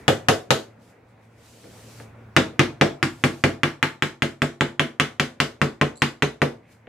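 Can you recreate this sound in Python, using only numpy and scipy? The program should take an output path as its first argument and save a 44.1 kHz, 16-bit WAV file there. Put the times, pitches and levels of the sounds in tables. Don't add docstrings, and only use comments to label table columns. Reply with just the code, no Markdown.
import sys
import numpy as np
from scipy import signal
from scipy.io import wavfile
from scipy.ndimage import uniform_filter1d

SR = 44100
rng = np.random.default_rng(int(sys.argv[2]) if len(sys.argv) > 2 else 0)


def convert_level_to_amplitude(level_db):
    exponent = np.asarray(level_db, float) / 20
    return 10 ** exponent


def persist_wave(psi):
    counts = np.round(np.clip(psi, -1, 1) * 32767).astype(np.int16)
    wavfile.write(sys.argv[1], SR, np.atleast_2d(counts).T)


N = 303760


def evened(x):
    return x / np.sqrt(np.mean(x ** 2) + 1e-20)


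def read(points, hz):
    f, value = np.transpose(points)
    return np.interp(np.log(hz + 1), np.log(f + 1), value)


def add(mix, s, sound):
    part = mix[..., round(s * SR):][..., :sound.shape[-1]]
    part += sound[..., :part.shape[-1]]


def lowpass(x, hz):
    return signal.sosfilt(signal.butter(1, hz, fs=SR, output="sos"), x)


# [f/Hz, left-right likeness 0..1]
COHERENCE = [(60, .995), (150, .99), (300, .92), (600, .6), (2000, .55), (5000, .25), (10000, .3)]


def correlated(left, other, same):
    return np.array([left, same * left + np.sqrt(1 - same ** 2) * other])


def noise(colour, patchy_db):
    frames, hz = N // 256 + 5, np.fft.rfftfreq(1024, 1 / SR)
    a, b, c, d, patches = rng.standard_normal((frames, 513, 5)).T
    patches = uniform_filter1d(patches, 12, 0)
    patches = evened(uniform_filter1d(patches, 12, 1))
    same = np.clip(read(COHERENCE, hz), -1, 1)[:, None]
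    z = correlated(a + 1j * b, c + 1j * d, same)
    z = z * convert_level_to_amplitude(read(colour, hz)[:, None] + patchy_db * patches)
    return evened(signal.istft(z, nperseg=1024, noverlap=768)[1][:, :N])


def ring(modes, spread_db, rise, detune):
    hz, db, t60 = np.transpose(modes)[:, :, None]
    t = np.arange(int(t60.max() * SR) + 900) / SR
    share, shift, skew, start = rng.standard_normal((4, *hz.shape))
    phase = 2 * np.pi * hz * (1 + detune * shift) * t
    phase = phase + start * np.minimum(hz / 400, 2)
    lead = skew * np.arccos(np.clip(read(COHERENCE, hz), 0, 1)) / 2
    size = convert_level_to_amplitude(db + spread_db * share - 60 * t / t60) * (1 - np.exp(-t / rise))
    x = np.array([(size * np.sin(phase + lead)).sum(0), (size * np.sin(phase - lead)).sum(0)])
    return x / np.sqrt(2 * np.mean(x[:, :900] ** 2))


def split(modes, apart_hz):
    hz, db, t60 = np.repeat(np.transpose(modes), 3, axis=1)
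    offset = np.tile([-1, 0, 1], len(modes)) + .4 * rng.standard_normal(len(hz))
    return np.transpose([hz + apart_hz * offset, db, t60])


def stroke(s, held, db, rise, swell, fall):
    t = np.arange(N) / SR - s
    gain_db = db + swell * np.clip(t, 0, held)
    return convert_level_to_amplitude(gain_db - rise * np.maximum(-t, 0) - fall * np.maximum(t - held, 0))


# [f/Hz, level/dB]
AIR = [(88, -46.5), (150, -6), (231, -5), (391, -12.5), (457, -7), (649, -12), (1290, -18.5), (1420, -16.5),
       (1600, -20), (2220, -19.5), (3100, -32), (16000, -54.5)]
# [f/Hz, level/dB]
RUMBLE = [(20, 9), (40, -1.5), (70, 4), (110, 7), (160, -20), (250, -46)]
# [t/s, level/dB]
BACKGROUND = [(0.0, -43.5), (0.459, -51), (.95, -53), (1.6, -51.5), (1.75, -46.5), (2.4, -47.5), (3.3, -51),
              (4.3, -61.5), (5.5, -54.5), (6.4, -60.5), (6.56, -54.5), (6.89, -54)]
HUM_HZ, HUM_DB, BACKGROUND_MID_DB = 113.4, -56.5, -51
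HUM_SWING = 1.3


def machine():
    air_db = np.interp(np.arange(N) / SR, *np.transpose(BACKGROUND))
    hum_db = HUM_DB + HUM_SWING * (air_db - BACKGROUND_MID_DB)
    waver = uniform_filter1d(rng.standard_normal((2, N)), 2600)
    waver = evened(uniform_filter1d(waver, 2600))
    phase = 2 * np.pi * np.cumsum(HUM_HZ + 2.5 * waver[1]) / SR
    tone = np.sin(phase) + convert_level_to_amplitude(-10.0) * np.sin(2 * phase + waver[0])
    hum = evened((1 + 0.27 * waver[0]) * tone)
    air = convert_level_to_amplitude(air_db - 5.5) * noise(AIR, patchy_db=-1.5)
    return air + convert_level_to_amplitude(hum_db) * (hum + convert_level_to_amplitude(-2.5) * noise(RUMBLE, patchy_db=-1.0))


# [f/Hz, level/dB]
CLOTH = [(1470, -31), (2500, 0.5), (3750, -0.5), (7770, -1), (13300, -10), (15200, -13.5), (16200, -40)]
# [t/s at full speed, held t/s, level/dB]
BRUSHES = [
    (0.0, .01, -64),
    (.825, 0.082, -69.5),
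    (1.095, .012, -79),
    (1.235, 0.015, -75),
    (1.325, .015, -83),
    (1.39, .05, -70),
    (1.46, 0.56, -62.5),
    (3.1, 0.31, -64),
    (6.715, 0.014, -66),
]


def sleeve():
    speed = sum(stroke(*row, rise=360, swell=11, fall=250) for row in BRUSHES)
    return convert_level_to_amplitude(2.0) * uniform_filter1d(speed, 600) * noise(CLOTH, patchy_db=1.0)


# (t/s, held t/s, level/dB)
SCRAPE = (6.632, 0.1, -67.5)
# [lower f/Hz, upper f/Hz]
SCRAPE_BAND = [1700, 2600]


def scrape():
    band = signal.butter(2, SCRAPE_BAND, "band", fs=SR, output="sos")
    rub = signal.sosfilt(band, rng.standard_normal(N))
    return stroke(*SCRAPE, rise=1800, swell=0, fall=680) * evened(rub)


# [f/Hz, t60/s]
ROOM = [(80, 0.45), (250, 0.24), (600, 0.36), (1500, 0.24), (4000, 0.21), (10000, 0.26)]
# [t/ms, level/dB]
ECHOES = [(2.4, -9), (3.5, -14), (6.4, -11), (7.9, -12), (9.0, -12), (17.5, -18)]


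def room(x):
    half = SR // 2
    taps = np.zeros((2, half))
    at = np.arange(60, half - 20, 20) + rng.integers(0, 20, (2, (half - 61) // 20))
    np.put_along_axis(taps, at, rng.choice([-1., 1.], at.shape), 1)
    hz, t, z = signal.stft(taps, SR, nperseg=512)
    z = correlated(z[0], z[1], np.clip(read(COHERENCE, hz), 0, 1)[:, None])
    decay = convert_level_to_amplitude(-60 * t / read(ROOM, hz)[:, None])
    tail = signal.istft(z * decay, SR, nperseg=512)[1]
    tail = convert_level_to_amplitude(-1.5) * tail / np.linalg.norm(tail[0])
    for ms, db in ECHOES:
        tail[[0, 1], round(ms * SR / 1000) + rng.integers(-4, 5, 2)] += convert_level_to_amplitude(db)
    return signal.fftconvolve(x, tail, axes=1)[:, :N]


WALL_BASS_HZ, WALL_BASS_LOSS = 780, 0.54


def reflected(cracks, wood):
    source = cracks + convert_level_to_amplitude(-1.4) * (wood - WALL_BASS_LOSS * lowpass(wood, WALL_BASS_HZ))
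    stance = .6 * np.arange(N) / SR
    wet = room(source * np.cos(stance)) + room(source * np.sin(stance))
    return convert_level_to_amplitude([[-3.], [-3.6]]) * wet


# [f/Hz, level/dB, t60/s]
STEEL = [(4150, -3, .012), (4500, -4, .012), (7450, 0, .018), (7750, -4, .012), (10300, -12, .01),
         (10900, -13, .01), (6000, -9, .005), (8900, -11, .005), (14000, -15, .004)]
# [t/s, level/dB]
CHATTER = [
    (5.957, -58),
    (5.962, -59),
    (5.970, -56),
    (5.975, -52),
    (5.983, -60),
    (5.992, -62),
    (6.000, -60),
    (6.011, -62),
]


def blade():
    out = np.zeros((2, N))
    for s, db in CHATTER:
        add(out, s, convert_level_to_amplitude(db) * ring(STEEL, spread_db=7.5, rise=0.00038, detune=0.016))
    return out


# [f/Hz, level/dB]
RATTLE = [(650, 1.5), (1000, 1), (1250, 3.5), (1600, -11.5), (2100, 5.5), (2800, 9), (3500, -15),
          (4500, -23.5)]


def dense_modes():
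    hz = np.geomspace(850, 4500, num=60) * rng.uniform(0.9, 1.2, 60)
    return np.transpose([hz, read(RATTLE, hz), .05 * (1500 / hz) ** .5])


# [f/Hz, level/dB, t60/s]
BENCH = [(143.4, 2.5, 0.13), (127.8, -13, 0.22), (101.4, -10, 0.18), (62.3, -19, 0.27)]
# [f/Hz, level/dB, t60/s]
BOARD = [(207, -0.5, 0.15), (241.1, -3, 0.26), (261.6, -2.5, 0.16), (284.7, -6.5, 0.22), (326.3, -5, 0.29),
         (352.3, -6.5, 0.26)]
# [f/Hz, level/dB, t60/s]
RELIEF = [(401.2, -3, 0.18), (429.7, -2, 0.21), (455.8, -6.5, 0.21), (492, -6, 0.18), (539.4, 2, 0.14),
          (593, -3.5, 0.11), (599, -14.5, 0.047), (652.5, -9.5, 0.23), (704, 0.5, 0.087), (767, -4, 0.089),
          (867, -2, 0.049)]
BENCH_DB, TOUCH_BENCH_DB = -1.16, -6.5


def answer(wood, s, row, dense, splinter_db):
    _, db, board_db, relief_db, tilt_db = row
    bench_db = board_db + (BENCH_DB if db > -20 else TOUCH_BENCH_DB)
    board, relief = split(BOARD, apart_hz=12), split(RELIEF, apart_hz=15)
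    knock = dense + tilt_db * np.log2(dense[:, :1] / 1800) * [0, 1, 0]
    add(wood, s, convert_level_to_amplitude(db + bench_db + 4.0) * ring(BENCH, spread_db=1.5, rise=0.0012, detune=0.013))
    add(wood, s, convert_level_to_amplitude(db + board_db + 1.5) * ring(board, spread_db=0.5, rise=0.0035, detune=0.0044))
    add(wood, s, convert_level_to_amplitude(db + relief_db + 2.0) * ring(relief, spread_db=0.8, rise=0.0062, detune=.01))
    add(wood, s, convert_level_to_amplitude(db - 22.5) * ring(knock, spread_db=1.0, rise=0.0068, detune=0.035))
    steel = ring(STEEL, spread_db=5.5, rise=.0005, detune=0.069)
    add(wood, s, convert_level_to_amplitude(db + splinter_db - 27.5) * steel)


# [t/s, pitch factor]
LANDING = [(.08, 1.04), (.5, 0.97), (2.36, 0.92), (2.6, 1.1), (3.0, 1.02), (3.6, 1.036), (4.2, 1.03),
           (4.8, 1.034), (5.1, 1.01), (5.4, 0.96), (5.62, 0.89), (5.9, 1.03), (6.42, 1.05)]


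def crack(s, tilt_db, head, ms, splinter_db, torn):
    hz, head_db = np.transpose(head)[:, :, None]
    share, shift = rng.standard_normal((2, *hz.shape))
    t = np.arange(500) / SR
    u = t * 1000 / ms
    pitch = np.interp(s, *np.transpose(LANDING)) + 0.016 * shift
    level = convert_level_to_amplitude(head_db + tilt_db * np.log2(hz / 1800) + share)
    tones = level * np.sin(2 * np.pi * hz * pitch * (t - .00045))
    pulse = u ** 2 * np.exp(-u) * tones.sum(0)
    pulse = pulse / abs(pulse).max()
    edge = np.exp(-u / 6) * (1 - np.exp(-u)) * torn[0, -500:]
    return pulse + convert_level_to_amplitude(splinter_db + 3) * edge


# [t/s, tearing level/dB above the crack, top of tearing f/Hz, contact
# t/ms]
TEARING = [(.08, -23.5, 12400, 0.24), (.5, -19.5, 13350, 0.24), (2.0, -41, 11800, .24),
           (2.36, -22.5, 6200, 0.23), (2.6, -26, 6500, 0.14), (2.9, -24.5, 7500, 0.18),
           (3.3, -26, 12500, 0.15), (3.7, -29, 10500, 0.21), (4.4, -23.5, 9200, 0.23), (4.7, -29, 9000, 0.26),
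           (5.0, -26.5, 8960, .22), (5.4, -22.5, 9800, 0.29), (5.8, -28.5, 8000, 0.18),
           (6.1, -25.5, 9600, 0.18), (6.42, -26.5, 9150, 0.16), (6.87, -37.5, 9000, 0.2)]


def blows(rows, head, dense, fibres):
    cracks, wood = np.zeros(N), np.zeros((2, N))
    t = np.arange(11000) / SR
    when, *manner = np.transpose(TEARING)
    for row in rows:
        s, db, _, _, tilt_db = row
        splinter_db, top_hz, ms = (np.interp(s, when, column) for column in manner)
        torn = lowpass(np.roll(fibres, -round(s * SR), axis=1)[:, :len(t)], top_hz)
        pulse = crack(s, tilt_db, head, ms, splinter_db, torn)
        add(cracks, s + 0.00033, convert_level_to_amplitude(db + 2.5) * pulse)
        later = s + 0.000906
        answer(wood, later, row, dense, splinter_db)
        tear = convert_level_to_amplitude(-60 * t / 0.025) + convert_level_to_amplitude(-1.0 - 60 * t / 0.23)
        add(wood, later, convert_level_to_amplitude(db + splinter_db - 2.5) * tear * torn)
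    return cracks, wood


# [f/Hz, level/dB]
SPLINTER = [(2060, -21), (3500, -2), (5570, -9), (7000, -10.5), (8000, -12.5), (8860, -16.5), (12700, -21),
            (16000, -38.5)]
# [f/Hz, level/dB]
HEAD_LEFT = [(2950, 7.5), (1524, 7), (3330, -6.5)]
# [f/Hz, level/dB]
HEAD_FRONT = [(2040, -4), (1530, 1), (3074, -2)]
# [t/s, crack level/dB, drive into board and bench level/dB above the crack,
# carved face level/dB above the crack, tilt of the knock/dB per octave]
LEFT_BLOWS = [
    (0.0797, 0, -19, -18, -4),
    (0.2848, 0, -20.5, -17, -6.5),
    (0.5051, -2, -21, -17, -5),
]
# [t/s, crack level/dB, drive level/dB, face level/dB, tilt/dB per octave]
FRONT_BLOWS = [(2.3644, 2, -19.5, -23, 0), (2.5933, 2, -19, -26.5, -1.7), (2.8117, 0.5, -19, -17, -4),
               (3.0274, -3, -21, -33, -3), (3.2382, -1, -18.5, -24, -4), (3.4384, -1, -18, -21, -2.5),
               (3.633, -1.5, -22, -28.5, -1), (3.8274, -1.5, -25, -31, -3), (4.0227, -4, -23, -27.5, -.5),
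               (4.2211, -5, -19.5, -25, .5), (4.419, -6, -17, -21, -3.5), (4.6085, -4, -19, -22, -4),
               (4.795, -2, -23.5, -26.5, 1.5), (4.9982, -0.5, -25.5, -29.5, 1), (5.1972, -4, -22, -27, 2),
               (5.4012, -3, -23, -26, 2.5), (5.6154, -4.5, -16, -22.5, -2.5),
               (5.8129, -2.5, -18.5, -22, -6), (6.0194, -0.5, -23, -30.5, 0),
               (6.2226, -3.5, -19.5, -21, -1.3), (6.4176, -4.5, -17, -17, -11)]
# [t/s, crack level/dB, drive level/dB, face level/dB, tilt/dB per octave]
TOUCHES = [
    (1.642, -45, -5, -6, -10),
    (2, -36.5, -11.5, -11.5, -12),
    (6.8707, -39, -9, -4.5, -3),
]


def scene():
    dense, fibres = dense_modes(), noise(SPLINTER, patchy_db=2)
    left_crack, left_wood = blows(LEFT_BLOWS, HEAD_LEFT, dense, fibres)
    front_crack, wood = blows(FRONT_BLOWS + TOUCHES, HEAD_FRONT, dense, fibres)
    wood = wood + left_wood + blade()
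    late = convert_level_to_amplitude(-4) * np.roll(left_crack, 11)
    direct = front_crack + wood + np.array([convert_level_to_amplitude(3) * left_crack, late])
    wet = reflected(front_crack + left_crack, wood)
    return direct + wet + machine() + sleeve() + scrape()


def roll_off(x):
    return signal.sosfilt(signal.butter(12, 16880, fs=SR, output="sos"), x)


MIC_HZ, EDGE_HZ = 83, 16450
CEILING = .96


def record(dry):
    thin = signal.sosfilt(signal.butter(2, MIC_HZ, "high", fs=SR, output="sos"), dry)
    held = CEILING * np.tanh(thin * convert_level_to_amplitude(2.5) / CEILING)
    held = signal.oaconvolve(held, signal.firwin(255, EDGE_HZ, fs=SR)[None], "same")
    return roll_off(held)


dry = scene()
out = record(dry)
persist_wave(out)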